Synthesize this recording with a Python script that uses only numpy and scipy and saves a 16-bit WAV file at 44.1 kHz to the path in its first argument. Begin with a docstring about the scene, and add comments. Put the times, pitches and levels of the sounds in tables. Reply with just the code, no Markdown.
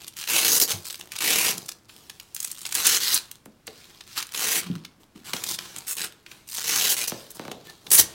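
"""In a small room, close to the microphone, hook-and-loop straps are ripped off a padded vest on a table.
Each rip is a swarm of hook clicks, filtered into sizzle, crackle, rasp and drumming; whole tufts snap loose.
Between rips fingers brush the cloth, a filtered hiss, and pick at the tabs, sparse hook clicks.
Freed straps twang as sagging sines with dull thuds; the stiff panel flexes as falling clicks and squeaks once.
Quick echoes and the decay of the room surround it all, over a steady hush of filtered noise."""
import sys
import numpy as np
from scipy import signal
from scipy.fft import rfft, irfft
from scipy.io import wavfile
from scipy.ndimage import uniform_filter1d

SR = 44100
rng = np.random.default_rng(int(sys.argv[2]) if len(sys.argv) > 2 else 0)


def dump_mix(stems):
    """Bounce the given channels to the path in sys.argv[1] as a 16-bit WAV at rate SR."""
    frames = np.atleast_2d(stems).T  # one column per channel
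    limited = np.clip(frames, -1, 1)  # hard clip at full scale
    pcm = np.round(limited * 32767).astype(np.int16)
    wavfile.write(sys.argv[1], SR, pcm)


N = 358974
TIME = np.arange(N) / SR  # s
HZ = np.fft.rfftfreq(N, 1 / SR)

# Tugs that peel a strap or the panel. Each row: start in seconds, length in seconds, rise in seconds,
# level in dB before the trims of the voices and the rips, swell over the tug in dB, rasp at mid-tug in dB
# and drumming of the fabric in dB (both relative to that level), ring of the free flap in Hz.
TUG_ROWS = [(0.277, 0.21, 0.065, -21, -0.5, -3, -13.5, 2670),
            (0.478, 0.099, 0.004, -19, 4.5, -10.5, -16.5, 5610),
            (0.6, 0.036, 0.019, -18, -5, -13, -16.5, 4980),
            (0.676, 0.042, 0.038, -21, -1.5, -5.5, -13, 3120),
            (1.199, 0.31, 0.053, -21.5, 1, -3, -13, 2450),
            (2.751, 0.11, 0.0015, -26.5, 0.5, -4.5, -14, 2755),
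            (2.825, 0.15, 0.037, -21, 1.5, -3.5, -19, 6500), (2.847, 0.02, 0.011, -16, -2, -3.5, -21, 6670),
            (2.997, 0.18, 0.005, -26.5, 2.5, -2.5, -22, 4430),
            (4.328, 0.26, 0.053, -24.5, 8, -5, -14.5, 2310),
            (5.867, 0.064, 0.015, -27, 0.5, -11, -25, 8240),
            (5.967, 0.091, 0.0087, -33, -1.5, -0.5, -13, 8750),
            (6.542, 0.255, 0.22, -25, 7, -3, -16.5, 6080), (6.798, 0.087, 0.003, -24.5, 1, -3, -17, 3100),
            (6.888, 0.048, 0.0072, -20, -6, -9, -20, 2910),
            (6.964, 0.086, 0.0034, -28.5, 0, -4.5, -16.5, 2630),
            (7.074, 0.011, 0.006, -24.5, -5, -9, -17, 5920),
            (7.914, 0.067, 0.0015, -16, 0, -13.5, -21.5, 9620),
            (7.975, 0.023, 0.015, -11, 6, -12, -19.5, 4490)]
# Tufts of hooks that give way together. Each row: time of the strong hook in seconds, level in dB before
# a common lift, rasp of the tape in relative dB before a common lift.
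TUFT_ROWS = [(0.0797, -18, -15.5), (0.1675, -21, -15), (0.228, -21, -7), (0.239, -17, -5.5),
             (0.2752, -13, -2), (0.6, 0, -21), (0.6148, -2.5, -15.5), (0.717, -12, -8), (0.854, -19, -12),
             (0.9001, -18, -5), (0.906, -16.5, -11), (0.9434, -19, -5), (1.0104, -19.5, -5),
             (1.1192, -16.5, -8), (1.163, -18, -6), (1.1864, -12, -10), (1.5793, -14, -17),
             (1.6606, -25, -16), (1.684, -23, -15), (1.6895, -12.5, -12), (1.717, -21, -12.5),
             (1.895, -29, 6), (2.0976, -19.5, -8), (2.199, -22, -9), (2.3468, -13.5, -32),
             (2.3645, -15.5, -12), (2.4025, -11, -19), (2.4282, -14, -24), (2.446, -8.5, -18),
             (2.5151, -13.5, -20), (2.59, -26, -15), (2.616, -22, -27), (2.6527, -14.5, -1),
             (2.665, -14.5, -10), (2.724, -10.5, -8), (2.744, -11, -18), (2.7515, -3.5, -20),
             (2.8683, 3.5, -32), (3.1435, 0.5, -38), (3.151, -6, -26), (3.3136, -19, -20),
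             (3.456, -33, -31), (3.6694, -21.5, -17.5), (3.6771, -20, 14), (4.008, -23.5, 3),
             (4.2261, -14, -9.5), (4.2685, -27, -19.5), (4.32, -23, -10.5), (4.3462, -12.5, -5),
             (4.8493, -21, -3), (5.334, -7.5, -2), (5.3653, -15.5, -4), (5.438, -9.5, -12.5),
             (5.5879, -12.5, 1), (5.7626, -18, -6), (5.7843, -17.5, -19), (5.9677, -18, -20),
             (6.2636, -26, 4), (6.315, -24.5, -1), (6.4974, -22.5, -17), (6.549, -19, -27),
             (7.3052, -23, -46), (7.3138, -24, -50), (7.516, -19, -3), (7.867, -21.5, 0), (7.905, -9, -22),
             (7.915, -14, -34)]
# Strokes of the hands over cloth and tabs. Each row: start in seconds, rise in seconds, fade in seconds,
# level in dB before the trims of the voices and the handling, rasp in dB and drumming in dB (both relative
# to that level), share of hooks picked loose from 0 to 1, ring of the flap in Hz.
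STROKE_ROWS = [(0.0, 0.0031, 0.22, -46, -0.5, -11, 0.9, 3020),
               (0.165, 0.03, 0.3, -36.5, -2.5, -23, 0.85, 3020),
               (0.729, 0.0068, 0.115, -36, -6.5, -4.5, 0.4, 4620),
               (0.82, 0.098, 0.18, -39.5, -6.5, -29, 1, 4280),
               (0.99, 0.02, 0.28, -54.5, -1.5, 3, 0.5, 2700), (1.104, 0.07, 0.05, -43, 1.5, -21, 0.8, 2650),
               (1.525, 0.013, 0.19, -37.5, -6, -4.5, 0.7, 4900),
               (1.884, 0.0065, 1.3, -54, -3, -4, 0.4, 2810), (2.359, 0.075, 0.13, -36, -7, -61, 0.9, 7580),
               (2.5, 0.26, 0.11, -38, -4, -18.5, 1, 7920), (3.19, 0.011, 0.19, -49.5, 0, -7, 0.4, 3800),
               (3.348, 0.0057, 0.038, -47.5, -0.5, -13, 1, 3830), (3.66, 0.12, 0.77, -53, 2, -7, 0.6, 5140),
               (4.068, 0.05, 0.41, -44.5, 1.5, -16, 0.8, 4930),
               (4.154, 0.031, 0.054, -30.5, 1, -17.5, 0.7, 1330),
               (4.61, 0.01, 0.21, -45, 6.5, 2, 0.8, 1380), (4.997, 0.0126, 0.07, -58, -4.5, 1.5, 0.6, 1420),
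               (5.15, 0.01, 0.17, -58.5, 4.5, -2, 0.5, 1400),
               (5.243, 0.045, 0.1, -40.5, 0.5, -9, 0.35, 1116),
               (5.334, 0.017, 0.22, -36.5, -2.5, -9.5, 0.4, 1134),
               (5.442, 0.11, 0.018, -29.5, -6.5, -17.5, 0.8, 3370),
               (5.579, 0.03, 0.5, -45, 1, -6.5, 0.24, 6030), (5.756, 0.029, 0.054, -43, -3, -4, 0.9, 8500),
               (6.03, 0.01, 0.11, -49, 5, 1.5, 0.5, 3170), (6.26, 0.062, 0.24, -54, 2, -3, 0.2, 2270),
               (6.474, 0.1, 0.12, -35, -8, -37, 0.9, 7940), (7.091, 0.016, 0.31, -44, 0.5, -10, 0.2, 5300),
               (7.345, 0.013, 0.033, -41.5, -10, -4.5, 0.4, 9300),
               (7.37, 0.058, 0.45, -53, 5.5, 3.5, 0.6, 3780), (7.64, 0.017, 0.29, -52, 0.5, 0, 0.45, 3850),
               (7.84, 0.07, 0.056, -51.5, -12, 7.5, 0.1, 3900),
               (8.01, 0.013, 0.51, -47.5, 0, -0.5, 0, 3870)]
# Knocks on the stiff panel and its sharp flexes. 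Each row: time in seconds, peak of the click in dB.
FLEX_ROWS = [(3.457, -39.5), (3.675, -38), (5.336, -28.5), (7.118, -25.5), (7.394, -26.5), (7.451, -32.5),
             (7.479, -29), (7.513, -29)]
# Loose straps and flaps twanging or landing. Each row: time in seconds, level in dB before the trims of
# tone and thud, pitch once settled in Hz, time for the tone to fall by 60 dB in seconds.
TWANG_ROWS = [(0.727, -32, 188, 0.055), (0.734, -28, 97, 0.15), (1.551, -36, 179.6, 0.23),
              (3.474, -38, 211, 0.11), (3.682, -34, 436, 0.081), (4.66, -25.5, 179, 0.11),
              (4.7, -12.5, 175, 0.095), (4.756, -28, 159, 0.12), (5.154, -28.5, 195, 0.021),
              (8.004, -34, 74.6, 0.23)]
# Colour of the ripping tape. Each row: frequency in Hz, relative level in dB per Hz.
TAPE_COLOUR = [(35, -44.5), (60, -6), (280, -7.5), (448, -7), (605, -5.5), (762, -4.5), (1210, -5.5),
               (1800, -2), (2530, -0.5), (3190, 0), (6230, 1), (15000, 7)]
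# Colour of a snapping tuft. Each row: frequency in Hz, relative level in dB.
TUFT_COLOUR = [(100, -29.5), (600, -7.5), (1500, -0.5), (3000, 4), (7000, 9), (10000, 7), (16000, 3.5)]
# Colour of the brushed cloth. Each row: frequency in Hz, relative level in dB per Hz.
CLOTH_COLOUR = [(35, -43), (60, 6.5), (182, 4.5), (224, -17), (355, 4), (408, -10), (648, -1.5),
                (1920, -12.5), (3930, -6.5), (15000, -7)]
# Resonances of the vest on the table. Each row: frequency in Hz, width in Hz, lift in dB (a cut if negative).
VEST_RESONANCES = [(182, 24, 4.5), (347.5, 22, 8.5), (453, 37, 8), (570, 280, -1.5), (780, 44, 3.5),
                   (1024, 160, 2.5)]
# Decay of the room. Each row: frequency in Hz, time to fall by 60 dB in seconds.
ROOM_DECAY = [(100, 0.37), (500, 0.89), (2000, 0.42), (4000, 0.29), (8000, 0.27), (16000, 0.13)]
# Colour of the room's hush. Each row: frequency in Hz, relative level in dB per Hz.
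AIR_COLOUR = [(20, -1.5), (110, 7), (350, 1), (500, -5), (4000, -15), (16000, -24.5)]

# A tug starts at a share of its strength and dies quickly when it ends; the rasp fades as the peel tightens.
GRAB, LET_GO_DB_PER_S, TIGHTEN_DB_PER_S = 0.18, 752.5, 6
# A stroke starts at a share of its strength and loses FADE_DB in its fade time.
TOUCH, FADE_DB, FADE_BEND = 0.31, 20.5, 1.02
CLOTH_CREASE_DB = 1.8  # depth of the small resonances that come and go as the cloth creases
# The panel squeaks as it slides; level and pitch waver about these.
SQUEAK_S, SQUEAK_LENGTH_S, SQUEAK_DB, SQUEAK_HZ = 7.65, 0.085, -48, 1765
AIR_DB = -60.5  # rms of the hush
EDGE_HZ = 16100  # upper limit of the microphone channel


def rips():
    """Each tug takes hold, peels and lets go; the stronger the pull, the more hooks fail each second."""
    power = np.zeros((4, N))
    for start, length, rise, level, swell, rasp, drum, _ in TUG_ROWS:
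        from_middle = np.clip(TIME - start, 0, length) - length / 2
        release_db = LET_GO_DB_PER_S * np.clip(TIME - start - length, 0, 1)
        envelope = gate(start, rise, GRAB) * amp(swell * from_middle / length - release_db)
        tightening_rasp = rasp - TIGHTEN_DB_PER_S * from_middle
        power += voices(envelope, level, tightening_rasp, drum) ** 2
    gains = np.sqrt(power)
    per_s = 300 + 3400 * (gains[1] / amp(-23)) ** 1.4
    hooks = crackle(per_s, spread_db=3.5, slips_per_s=140, slip_s=0.0047, steady=1.0)
    return amp(-2.5) * radiate(hooks, TAPE_COLOUR, gains, TUG_ROWS, patchy_db=2.0, lift_db=7.0)


def snaps(count=5, lift_db=4.0, spread_s=0.0045, warning_db=-13, warning_s=0.0042):
    """A tuft gives way: weak hooks go first, then a strong one drags its neighbours along in milliseconds."""
    out = np.zeros(N)
    hz = np.fft.rfftfreq(2048, 1 / SR)
    lead_s = 0.01  # room for the early hooks
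    for s, db, rasp_db in TUFT_ROWS:
        tuft = np.zeros(2048)
        add(tuft, lead_s, hook(ring_s=0.0028, ring_db=6))
        for lag, early in rng.random((count, 2)):
            neighbour = amp(-0.5 - 6.3 * lag) * hook(ring_s=0.00064, ring_db=13.5)
            add(tuft, lead_s + spread_s * lag, neighbour)
            weak = amp(warning_db - 21 * early) * hook(ring_s=0.0013, ring_db=5)
            add(tuft, lead_s - warning_s * early, weak)
        rasp_lift_db = (rasp_db + 16) * below(hz, edge_hz=5550)
        flap_lift_db = lift_db * flap_ring(hz, [s], STROKE_ROWS)[:, 0]
        tuft = irfft(rfft(tuft) * amp(read(TUFT_COLOUR, hz) + rasp_lift_db + flap_lift_db))
        add(out, s - lead_s, amp(db + 9.5) * tuft / np.linalg.norm(tuft))
    return out


def handling():
    """Fingers brush the cloth with a soft hiss and pick stray hooks loose one by one."""
    power, picked = np.zeros((4, N)), np.zeros(N)
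    for start, rise, fade, level, rasp, drum, share, _ in STROKE_ROWS:
        fading = np.clip((TIME - start - rise) / fade, 0, 10) ** FADE_BEND
        envelope = gate(start, rise, TOUCH) * amp(-FADE_DB * fading)
        stroke = voices(envelope, level, rasp, drum) ** 2
        power += stroke
        picked += share * stroke[1]
    gains = np.sqrt(power)
    picking = np.clip(picked / (power[1] + 1e-20), 0, 1)
    per_s = 280 + 800 * gains[1] / amp(-39.5)
    ticks = crackle(per_s, spread_db=7.5, slips_per_s=45, slip_s=0.014, steady=0.54)
    hiss = rng.standard_normal(N)
    rustle = np.sqrt(picking) * ticks + np.sqrt(1 - picking) * hiss
    return amp(-2) * radiate(rustle, CLOTH_COLOUR, gains, STROKE_ROWS, patchy_db=CLOTH_CREASE_DB, lift_db=3.5)


def flexes(travel_s=0.007, damp_hz=420):
    """Bending waves cross the panel, treble first and bass last: each click falls in pitch."""
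    out = np.zeros(N)
    hz = np.fft.rfftfreq(4096, 1 / SR)
    for s, db in FLEX_ROWS:
        lag = travel_s * rng.uniform(0.82, 1.0)
        phase = 4 * np.pi * lag * np.sqrt(300 * hz)  # the delay is lag at 300 Hz and goes as 1 / sqrt(Hz)
        damping = (1 - below(hz, edge_hz=117)) / (1 + (hz / damp_hz) ** 1.23)
        wave = irfft(damping * np.exp(-1j * phase))
        add(out, s, amp(db) * wave / abs(wave).max())
        # the waves scatter between the edges
        add(out, s + lag, amp(db - 7.5) * thud(low_hz=89.0, high_hz=800, t60=0.34))
    return out


def twangs():
    """A freed strap slaps the padding and swings; its pitch sags as it goes slack."""
    out = np.zeros(N)
    t = np.arange(SR // 2) / SR
    for s, db, hz, t60 in TWANG_ROWS:
        pitch = hz * (1 + 0.37 * np.exp(-t / 0.0039))
        phase = 2 * np.pi * np.cumsum(pitch) / SR
        envelope = amp(db - 1.5 - 60 * t / t60) * (1 - np.exp(-t / 0.0037))
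        add(out, s, envelope * np.sin(phase))
        add(out, s, amp(db - 10) * thud(low_hz=0.65 * hz, high_hz=1.8 * hz, t60=0.2))
    return out


def squeak():
    """A brief unsteady stick-slip tone that swells and fades."""
    arch = np.sin(np.pi * np.clip((TIME - SQUEAK_S) / SQUEAK_LENGTH_S, 0, 1)) ** 2
    pitch = SQUEAK_HZ * (1 + 0.016 * wander(rate_hz=260))
    phase = 2 * np.pi * np.cumsum(pitch) / SR
    return arch * amp(SQUEAK_DB + 4.5 * wander(rate_hz=93)) * np.sin(phase)


def room(x, wet_db, near_db=5, near_s=0.024, move_s=0.13, count=3):
    """Quick echoes off table and arms, shifting as the arms move, then the room, each band dying at its speed."""
    t, out = np.arange(SR) / SR, np.zeros(N)
    for k in range(count):
        taps = rng.standard_normal(SR) * (rng.random(SR) < 0.15) * (t > 0.002)
        taps *= 1 + amp(near_db) * np.exp(-t / near_s)  # near surfaces strengthen the early echoes
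        hz, age, z = signal.stft(taps, SR, nperseg=256)
        decay = amp(-60 * age / read(ROOM_DECAY, hz)[:, None])
        tail = signal.istft(z * decay, SR, nperseg=256)[1]
        # the sets of echoes take turns smoothly, at constant total power
        pose = np.sqrt(2 / count) * np.cos(np.pi * (TIME / move_s + k) / count)
        out += signal.fftconvolve(x * pose, tail / np.linalg.norm(tail))[:N]
    return x + amp(wet_db) * out


def air():
    """The steady hush of the room: noise shaped by its colour."""
    spectrum = rfft(rng.standard_normal(N)) * amp(read(AIR_COLOUR, HZ))
    return amp(AIR_DB) * evened(irfft(spectrum, N))


def hook(ring_s, ring_db):
    """One hook letting go: a click, then a very short shiver of the tape; unit energy."""
    t = np.arange(512) / SR
    shiver = rng.standard_normal(len(t)) * np.exp(-t / ring_s)
    click = amp(ring_db) * shiver / np.linalg.norm(shiver)
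    click[0] += rng.choice([-1, 1])
    return click / np.linalg.norm(click)


def crackle(per_s, spread_db, slips_per_s, slip_s, steady, count=16):
    """Hooks fail in avalanches that start at once and die away; each patch of tape shivers in its own way."""
    starts = (rng.random(N) < slips_per_s / SR) * rng.uniform(0.14, 1, N)
    avalanches = signal.lfilter([1], [1, -np.exp(-1 / (slip_s * SR))], starts)
    surge = steady + np.minimum(avalanches, 1)
    strength = amp(spread_db * np.minimum(rng.exponential(1, N), 2.5))
    fails = rng.random(N) < per_s / SR
    size = strength * fails * surge / np.sqrt(per_s)  # a denser swarm keeps the same power
    patch = rng.integers(0, count, N)
    out = np.zeros(N)
    for k in range(count):
        out += signal.oaconvolve(size * (patch == k), hook(ring_s=0.00084, ring_db=5))[:N]
    return evened(out)


def radiate(drive, colour, gains, moves, patchy_db, lift_db):
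    """The hooks radiate the treble, the taut tape the middle, the fabric under it the bass."""
    hz, t, z = signal.stft(vest(drive), SR, nperseg=512, noverlap=384)
    # small resonances come and go as the material creases
    creases = uniform_filter1d(rng.standard_normal(z.shape), size=5, axis=0)
    creases = evened(uniform_filter1d(creases, size=16, axis=1))
    shape = amp(read(colour, hz)[:, None] + lift_db * flap_ring(hz, t, moves) + patchy_db * creases)
    under_sizzle = below(hz, edge_hz=9900)
    under_crackle = below(hz, edge_hz=4390)
    drumming = below(hz, edge_hz=1150)
    shares = (1 - under_sizzle, under_sizzle - under_crackle, under_crackle - drumming, drumming)
    out = np.zeros(N)
    for gain, share in zip(gains, shares):
        band = shape * share[:, None]
        band = band / np.linalg.norm(band, axis=0)  # the gain alone sets the level
        out += gain * evened(signal.istft(z * band, nperseg=512, noverlap=384)[1][:N])
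    return out


def vest(x):
    """The vest on the table rings briefly at its own pitches and radiates no deep bass."""
    for hz, width, db in VEST_RESONANCES:
        x = x + (amp(db) - 1) * signal.lfilter(*signal.iirpeak(hz, hz / width, fs=SR), x)
    return signal.sosfilt(signal.butter(2, 115, btype="high", fs=SR, output="sos"), x)


def flap_ring(hz, times, moves, octaves=0.33):
    """Resonance of the free flap, frequencies by times: each move of the hands sets its pitch anew."""
    rows = np.array(moves)
    latest = np.searchsorted(rows[1:, 0], times)
    away = np.log2(hz + 1)[:, None] - np.log2(rows[latest, -1])
    return 1 / (1 + (away / octaves) ** 2)


def voices(envelope, level, rasp, drum, sizzle=0.65):
    """Gains over time of the sizzle, the crackle, the rasp and the drumming."""
    top = level - 2.5 - sizzle * np.minimum(rasp + 7, 2)  # a tight peel has little rasp and more sizzle
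    return np.array([envelope * amp(db) for db in (top, level - 2, level + rasp, level + drum)])


def gate(start, rise, first, contact_s=0.0044):
    """Makes contact at a first share of full strength, then grows to 1."""
    contact = np.clip((TIME - start) / contact_s + 0.5, 0, 1)
    growth = first + (1 - first) * (TIME - start) / max(rise, 1e-3)
    return contact * np.clip(growth, 0, 1)


def thud(low_hz, high_hz, t60):
    """A blow on the padding or panel: a dull puff of unit peak with no clear pitch."""
    t, hz = np.arange(8192) / SR, np.fft.rfftfreq(8192, 1 / SR)
    puff = irfft(rfft(rng.standard_normal(len(t))) * below(hz, high_hz) * (1 - below(hz, low_hz)))
    puff *= amp(-60 * t / t60) * (1 - np.exp(-t / 0.0029))
    return puff / abs(puff).max()


def wander(rate_hz):
    """Smooth chance of rms 1, moving up to about the given rate."""
    return evened(irfft(rfft(rng.standard_normal(N)) / (1 + (HZ / rate_hz) ** 4), N))


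def below(hz, edge_hz):
    """Share of the sound that lies under a soft edge."""
    return 1 / (1 + (hz / edge_hz) ** 6)


def amp(db):
    """Decibels to gain."""
    return 10 ** (np.asarray(db) / 20)


def evened(x):
    """Scales to rms 1."""
    return x / np.sqrt(np.mean(x ** 2) + 1e-20)


def read(points, hz):
    """Reads a table on a log-frequency axis."""
    f, value = np.transpose(points)
    return np.interp(np.log(hz + 1), np.log(f + 1), value)


def add(mix, s, sound):
    """Mixes a sound in at time s."""
    part = mix[max(round(s * SR), 0):][:len(sound)]
    part += sound[:len(part)]


def scene():
    """Everything sounds on the table, in one room, over its hush."""
    table = rips() + snaps() + handling() + flexes() + twangs() + squeak()
    return (room(table, wet_db=-10.5) + air())[None]


def record(dry):
    """The microphone channel clips at full scale, then loses everything above its band limit."""
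    lowpass = signal.firwin(511, EDGE_HZ, window=("kaiser", 9), fs=SR)
    return signal.oaconvolve(np.clip(dry, -1, 1), lowpass[None], "same")


dry = scene()
out = record(dry)
dump_mix(out)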